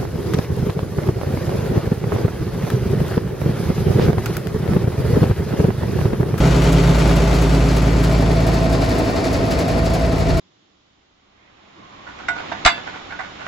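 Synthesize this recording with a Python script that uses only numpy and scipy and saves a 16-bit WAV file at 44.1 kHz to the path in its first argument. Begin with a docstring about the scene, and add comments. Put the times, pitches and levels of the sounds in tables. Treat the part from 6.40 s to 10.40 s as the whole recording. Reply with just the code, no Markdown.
"""Open yard: a tracked stone crusher idles, heard on a walk from its engine bay to its feeder.
A six-cylinder diesel throbs; each firing lifts its roar, its block and covers ring, its fan hums.
These fade as the feeder nears: a roar that swells with each stroke, and a pulsing gear whine.
Loose steel rattles on a plate, about once a shaft turn with gaps. Late on, a deep rumble swells twice."""
import sys
import numpy as np
from scipy.fft import rfft, irfft, next_fast_len
from scipy.io import wavfile
from scipy.ndimage import map_coordinates

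SR = 44100
rng = np.random.default_rng(int(sys.argv[2]) if len(sys.argv) > 2 else 0)


def master(y):
    """Save y as 16-bit WAV."""
    cut = np.clip(np.atleast_2d(y).T, -1, 1)
    pcm = np.round(cut * 32767)  # scale
    wavfile.write(sys.argv[1], SR, pcm.astype(np.int16))


N = 176400
T = np.arange(N) / SR
FIRING_HZ, FAN_HZ, SHAFT_HZ = 54.85, 131.44, 11.535
CYLINDERS, FLUTTER_DB = 6, .35

# exhaust tones: t/s, level/dB before trim of firing orders 1, 2, 3, 5
EXHAUST_LEVELS = [(0, -19.8, -35, -18.8, -26.5), (0.45, -17.8, -30.5, -18.3, -26),
                  (0.75, -16.3, -40, -19.3, -29.5), (1.35, -16.8, -28, -22.3, -26),
                  (1.55, -17.2, -25, -21.3, -28.5), (2.0, -18.8, -23.5, -21.3, -33),
                  (2.4, -21.7, -24, -25.5, -32), (2.65, -27, -27, -37, -28.5), (3.22, -42, -27.5, -31, -38),
                  (3.42, -25, -27.5, -25.5, -37), (4, -23.5, -25, -25.5, -38)]
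EXHAUST_TRIMS = [(1, -.2), (2, -1), (3, -.4), (5, -1.2)]  # firing order, trim/dB
LOPE_LEVEL = [(0, -24.5), (.5, -27.5), (1.2, -33), (4, -40)]  # uneven-firing tone: t/s, level/dB
FAN_LEVEL = [(0, -19), (0.4, -20.3), (1, -24), (1.65, -23), (2.2, -26.5), (2.7, -39), (3.2, -38), (4, -33)]  # fan hum: t/s, level/dB

WALK_LEVELS = [(0, -19, -35), (.65, -19.5, -28), (1.3, -22.5, -24.5), (1.9, -25, -21.5), (2.6, -27.5, -20),
               (3.3, -29, -20), (4, -27, -22)]  # roars: t/s, bay level/dB, feeder level/dB
CYLINDER_DB = [5, -1, 3.5, 5, 0.8, -13]  # firing strength/dB per cylinder
BAY_SPECTRUM = [(25, -56), (45, -70), (70, -43), (100, -45.5), (150, -37), (270, -46), (400, -45.5),
                (530, -47.5), (750, -47.5), (950, -56.5), (1200, -54), (1600, -59), (2300, -60.5),
                (3200, -63.5), (4400, -65), (5800, -69), (7200, -70), (11000, -78), (15000, -87.5)]  # combustion roar: f/Hz, relative density/dB
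BAY_COHERENCE = [(100, 0.8), (300, 0.94), (680, 0.15), (1100, 0.74), (1600, 0.22), (2400, 0.74),
                 (4000, 0.79), (5200, 0.3), (7000, 1)]  # f/Hz, left-right coherence
BLOCK_SPECTRUM = [(40, -25), (120, -8), (215, -4), (272, -12), (335, 2.5), (435, -10), (530, -0.5),
                  (800, -13), (1300, -14.5), (2500, -21.5), (4000, -41)]  # block comb: f/Hz, relative level/dB
BLOCK_TONES = [(26, -14), (29, -18), (31, -17), (36, -21), (43, -15.5), (44, -11), (45, -12.5)]  # strongest lines: engine-cycle order, level/dB re bay roar
COVER_MODES = [(1195, 26, -28), (2236, 18, -30.5)]  # bay covers: f/Hz, width/Hz, level/dB re bay roar

FEEDER_SPECTRUM = [(25, -63), (45, -56), (70, -43), (110, -47.5), (160, -48.5), (260, -44), (380, -53),
                   (530, -49), (700, -50), (900, -59), (1300, -61.5), (1600, -65), (2400, -67), (3250, -77),
                   (3700, -73), (4550, -71), (5200, -72.5), (5900, -80.5), (7200, -85.5), (11000, -90),
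                   (15000, -103)]  # feeder roar: f/Hz, relative density/dB
FEEDER_COHERENCE = [(100, 0.9), (400, 0.8), (800, 0.25), (1600, 0.019), (2400, 0.066), (4200, 0.94),
                    (5700, 0.13), (7000, 1)]  # f/Hz, left-right coherence
DRIVE_GAIN = [(0, -37), (1.6, -40), (1.95, -30), (2.7, -30.7), (3.4, -31), (4, -30.3)]  # gear whine: t/s, gain/dB
DRIVE_TONES = [(31, -7), (42, -5.5), (55, -7), (56, -9), (57, 1.5), (58, -6.5), (59, -6), (63, -10.5),
               (64, -12)]  # gear tones: shaft order, relative level/dB

RATTLE_HITS = [(0.235, -36, -32), (0.321, -34.5, -40), (0.586, -37, -28.5), (0.672, -38, -34),
               (0.756, -36, -39), (0.937, -39, -28), (1.014, -33, -32), (1.139, -38, -34),
               (1.281, -41, -28), (1.363, -34, -31), (1.631, -33.5, -28), (1.715, -38, -34),
               (2.064, -35.5, -34), (2.135, -36.5, -31), (2.324, -38, -29.5), (2.412, -44, -27),
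               (2.488, -37.5, -29), (2.579, -35, -35), (2.668, -48, -36), (2.758, -46, -30),
               (2.838, -40, -28), (2.927, -35.5, -28), (3.105, -35, -25.5), (3.185, -34, -28),
               (3.277, -38, -29.5), (3.451, -40, -30), (3.533, -34, -28.5), (3.797, -42, -32),
               (3.885, -42, -31), (3.968, -37, -31.5)]  # loud hits: t/s, relative contact level/dB, relative plate level/dB
CONTACT_SPECTRUM = [(500, -12), (1500, 1), (3000, -0.5), (4500, -1), (6000, 0.5), (8000, 3.5), (11000, 0.5),
                    (15500, -6)]  # steel contact: f/Hz, relative density/dB
PLATE_SPECTRUM = [(600, -14), (1100, 3), (1900, 1.5), (2500, 1), (3250, -7), (3800, -1), (4550, 2),
                  (5600, -5), (7000, -7), (9000, -16), (15000, -32)]  # plate clatter: f/Hz, relative density/dB
RUMBLE_LEVEL = [(0, -42), (2.8, -36), (3.0, -20), (3.15, -28), (3.35, -25.5), (3.6, -28), (3.75, -24),
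                (3.86, -15.5), (4, -16)]  # deep rumble: t/s, level/dB
RUMBLE_SPECTRUM = [(30, -28), (44, -2), (70, 3), (86, 0), (112, -17), (165, -13), (220, -32), (1000, -120)]  # deep rumble: f/Hz, relative density/dB
PORT_BALANCE = [(290, -0.5), (640, 0.5), (1410, 2.5), (3100, 3), (6820, 0.5), (15000, -0.5)]  # microphone ports: f/Hz, left minus right/dB


def amp(db):
    """dB to gain."""
    return 10 ** (np.asarray(db) / 20)


def unit(x):
    """Scale to rms 1."""
    return x / np.sqrt(np.mean(x ** 2) + 1e-20)


def log_interp(points, hz):
    """Interpolate (f/Hz, value) rows on a log axis."""
    f, values = np.transpose(points)
    return np.interp(np.log(hz + 1), np.log(f + 1), values)


def curves(rows):
    """One per-sample curve for each column after t/s."""
    times_s, *columns = np.transpose(rows)
    return [np.interp(T, times_s, column) for column in columns]


def wobble(rate_hz):
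    """Smooth random curve, knots at rate_hz."""
    return map_coordinates(rng.standard_normal(int(N * rate_hz / SR) + 4), [T * rate_hz])


def filtered(x, response):
    """Apply a complex frequency response."""
    size = next_fast_len(N + SR // 2)
    return irfft(rfft(x, size) * response(np.fft.rfftfreq(size, 1 / SR)), size)[..., :N]


def stereo_noise(spectrum, coherence, ripple_db=2.47, ripple_step_hz=34.85):
    """Coloured noise, rms 1; echoes off the steelwork ripple its spectrum above the bass."""
    knots = rng.standard_normal(4096)

    def response(hz):
        ripple = map_coordinates(knots, [hz / ripple_step_hz], mode="wrap")
        level_db = log_interp(spectrum, hz) + ripple_db * np.clip(hz / 700, 0, 1) * ripple
        width_rad = np.arccos(np.clip(log_interp(coherence, hz), -1, 1)) / 2
        return amp(level_db) * [np.cos(width_rad), np.sin(width_rad)]

    mid, side = filtered(rng.standard_normal((2, N)), response)
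    return unit(np.array([mid + side, mid - side]))


def turns(hz, drift=.0012):
    """Running cycle count at a slightly wandering speed."""
    return np.cumsum(hz * (1 + drift * wobble(4.01))) / SR


def tone(phase_turns, waver_db):
    """Sine, rms about 1, wavering in level."""
    sine = np.sqrt(2) * np.sin(2 * np.pi * (phase_turns + rng.random()))
    return sine * amp(waver_db * wobble(21.2))


def bursts(hits, attack_s, t60_s):
    """Envelope of (t/s, level/dB) hits, summed in power."""
    t = np.arange(SR // 3) / SR
    burst = (1 - np.exp(-t / attack_s)) * amp(-60 * t / t60_s)
    power = np.zeros(N + SR)
    for start_s, db in hits:
        if 0 <= start_s < N / SR:
            power[round(start_s * SR):][:len(t)] += (amp(db) * burst) ** 2
    return np.sqrt(power[:N])


def exhaust(firings, lope_order=7, waver_db=.6):
    """Throb at multiples of the firing rate; unequal cylinders add a loping tone just above that rate."""
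    throb = sum(amp(level_db + trim_db) * tone(round(order) * firings, waver_db)
                for (order, trim_db), level_db in zip(EXHAUST_TRIMS, curves(EXHAUST_LEVELS)))
    lope = amp(curves(LOPE_LEVEL)[0]) * tone(lope_order * firings / CYLINDERS, waver_db)
    return throb + lope


def fan():
    """Cooling fan hum: one low tone, wavering in level."""
    return amp(curves(FAN_LEVEL)[0]) * tone(turns(FAN_HZ), waver_db=1.4)


def combustion(firings, knock_depth=.51, decay_per_firing=1.8):
    """Roar lifted by each firing, by that cylinder's strength."""
    strength = amp(np.take(CYLINDER_DB, firings.astype(int) % CYLINDERS))
    knock = unit(1 + knock_depth * strength * np.exp(-decay_per_firing * (firings % 1)))
    return knock * stereo_noise(BAY_SPECTRUM, BAY_COHERENCE) * amp(FLUTTER_DB * wobble(17))


def block(firings, comb_gain_db=-8, size=4096):
    """The block rings alike each engine cycle: a comb of lines, a few strong and wavering."""
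    cycles = firings / CYLINDERS
    hz = np.arange(size // 2 + 1) * FIRING_HZ / CYLINDERS
    lines = amp(log_interp(BLOCK_SPECTRUM, hz)) * (hz > 0) * (hz < BLOCK_SPECTRUM[-1][0])
    one_cycle = irfft(lines * np.exp(2j * np.pi * rng.random(len(hz))))
    comb = unit(np.interp(cycles * size, np.arange(size), one_cycle, period=size))
    strong = sum(amp(db) * tone(round(order) * cycles, waver_db=2) for order, db in BLOCK_TONES)
    return amp(comb_gain_db) * comb + strong


def covers():
    """Sheet-steel covers, shaken at random, ring in narrow bands."""
    out = np.zeros(N)
    for mode_hz, width_hz, db in COVER_MODES:
        ring = filtered(rng.standard_normal(N), lambda hz: 1 / (1 + 1j * (hz - mode_hz) / width_hz) ** 2)
        out += amp(db) * unit(ring)
    return out


def feeder(shaft_turns, stroke_db=1.0, return_db=1.23, lead_turns=.16):
    """Shaking feeder: the roar swells on each stroke and on each return."""
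    phase_rad = 2 * np.pi * (shaft_turns + lead_turns)
    swell_db = stroke_db * np.sin(phase_rad) - return_db * np.cos(2 * phase_rad)
    roar = stereo_noise(FEEDER_SPECTRUM, FEEDER_COHERENCE)
    return unit(roar * amp(swell_db + FLUTTER_DB * wobble(14)))


def drive(shaft_turns, scatter_turns=.135, spread_turns=.09, waver_db=.8):
    """Gear whine; sidebands pulse it once a turn. Each tone is slightly out of step between the ears."""
    whine = np.zeros((2, N))
    for order, db in DRIVE_TONES:
        phase_turns = round(order) * shaft_turns + scatter_turns * rng.standard_normal()
        ear_turns = spread_turns * rng.uniform(-1.13, 1) * np.array([[1], [-1]])
        sine = np.sqrt(2) * np.sin(2 * np.pi * (phase_turns + ear_turns))
        whine += amp(db + waver_db * wobble(7.3)) * sine
    return whine * amp(curves(DRIVE_GAIN)[0])


def rattle(contact_gain_db=7, plate_gain_db=1.5, chatter_hz=26, chatter_db=-37, grain_db=2.5):
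    """Loose steel: bright contacts over light chatter; the struck plate clatters on, longer and grainy."""
    light = [((i + jitter / 2) / chatter_hz, chatter_db + 1.2 * strength)
             for i, (jitter, strength) in enumerate(rng.standard_normal((100, 2)))]
    loud = [(start_s, db + contact_gain_db) for start_s, db, _ in RATTLE_HITS]
    contacts = bursts(light + loud, attack_s=.004, t60_s=.085)
    contact_noise = stereo_noise(CONTACT_SPECTRUM, coherence=[(2000, .73), (7000, 1)])
    plate_hits = [(start_s, db + plate_gain_db) for start_s, _, db in RATTLE_HITS]
    clatter = bursts(plate_hits, attack_s=.0066, t60_s=.24) * unit(amp(grain_db * wobble(300)))
    plate_noise = stereo_noise(PLATE_SPECTRUM, coherence=[(1500, .35), (4300, .97)])
    return contacts * contact_noise + clatter * plate_noise


def rumble():
    """Deep noise, swelling twice late on."""
    return amp(curves(RUMBLE_LEVEL)[0]) * stereo_noise(RUMBLE_SPECTRUM, FEEDER_COHERENCE)


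def scene():
    """Engine and feeder along the walk."""
    firings, shaft_turns = turns(FIRING_HZ), turns(SHAFT_HZ)
    bay_db, feeder_db = curves(WALK_LEVELS)
    engine = exhaust(firings) + fan() + amp(bay_db) * (combustion(firings) + block(firings) + covers())
    return engine + amp(feeder_db) * feeder(shaft_turns) + drive(shaft_turns) + rumble() + rattle()


def record(dry, lag_s=.000238, lag_from_hz=6900, cutoff_hz=15850, fade_s=.004):
    """Two microphone ports, unlike in colour; in the high treble the stereo image twists, the left lagging.
    Steep band limit."""
    sides = np.array([[1], [-1]]) / 2

    def response(hz):
        lag = np.exp(-2j * np.pi * sides * lag_s * np.maximum(hz - lag_from_hz, 0))
        return amp(sides * log_interp(PORT_BALANCE, hz)) * lag * (hz < cutoff_hz)

    fade = np.minimum(np.minimum(T, T[::-1]) / fade_s, 1)
    return filtered(dry * fade, response)


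dry = scene()
out = record(dry)
master(out)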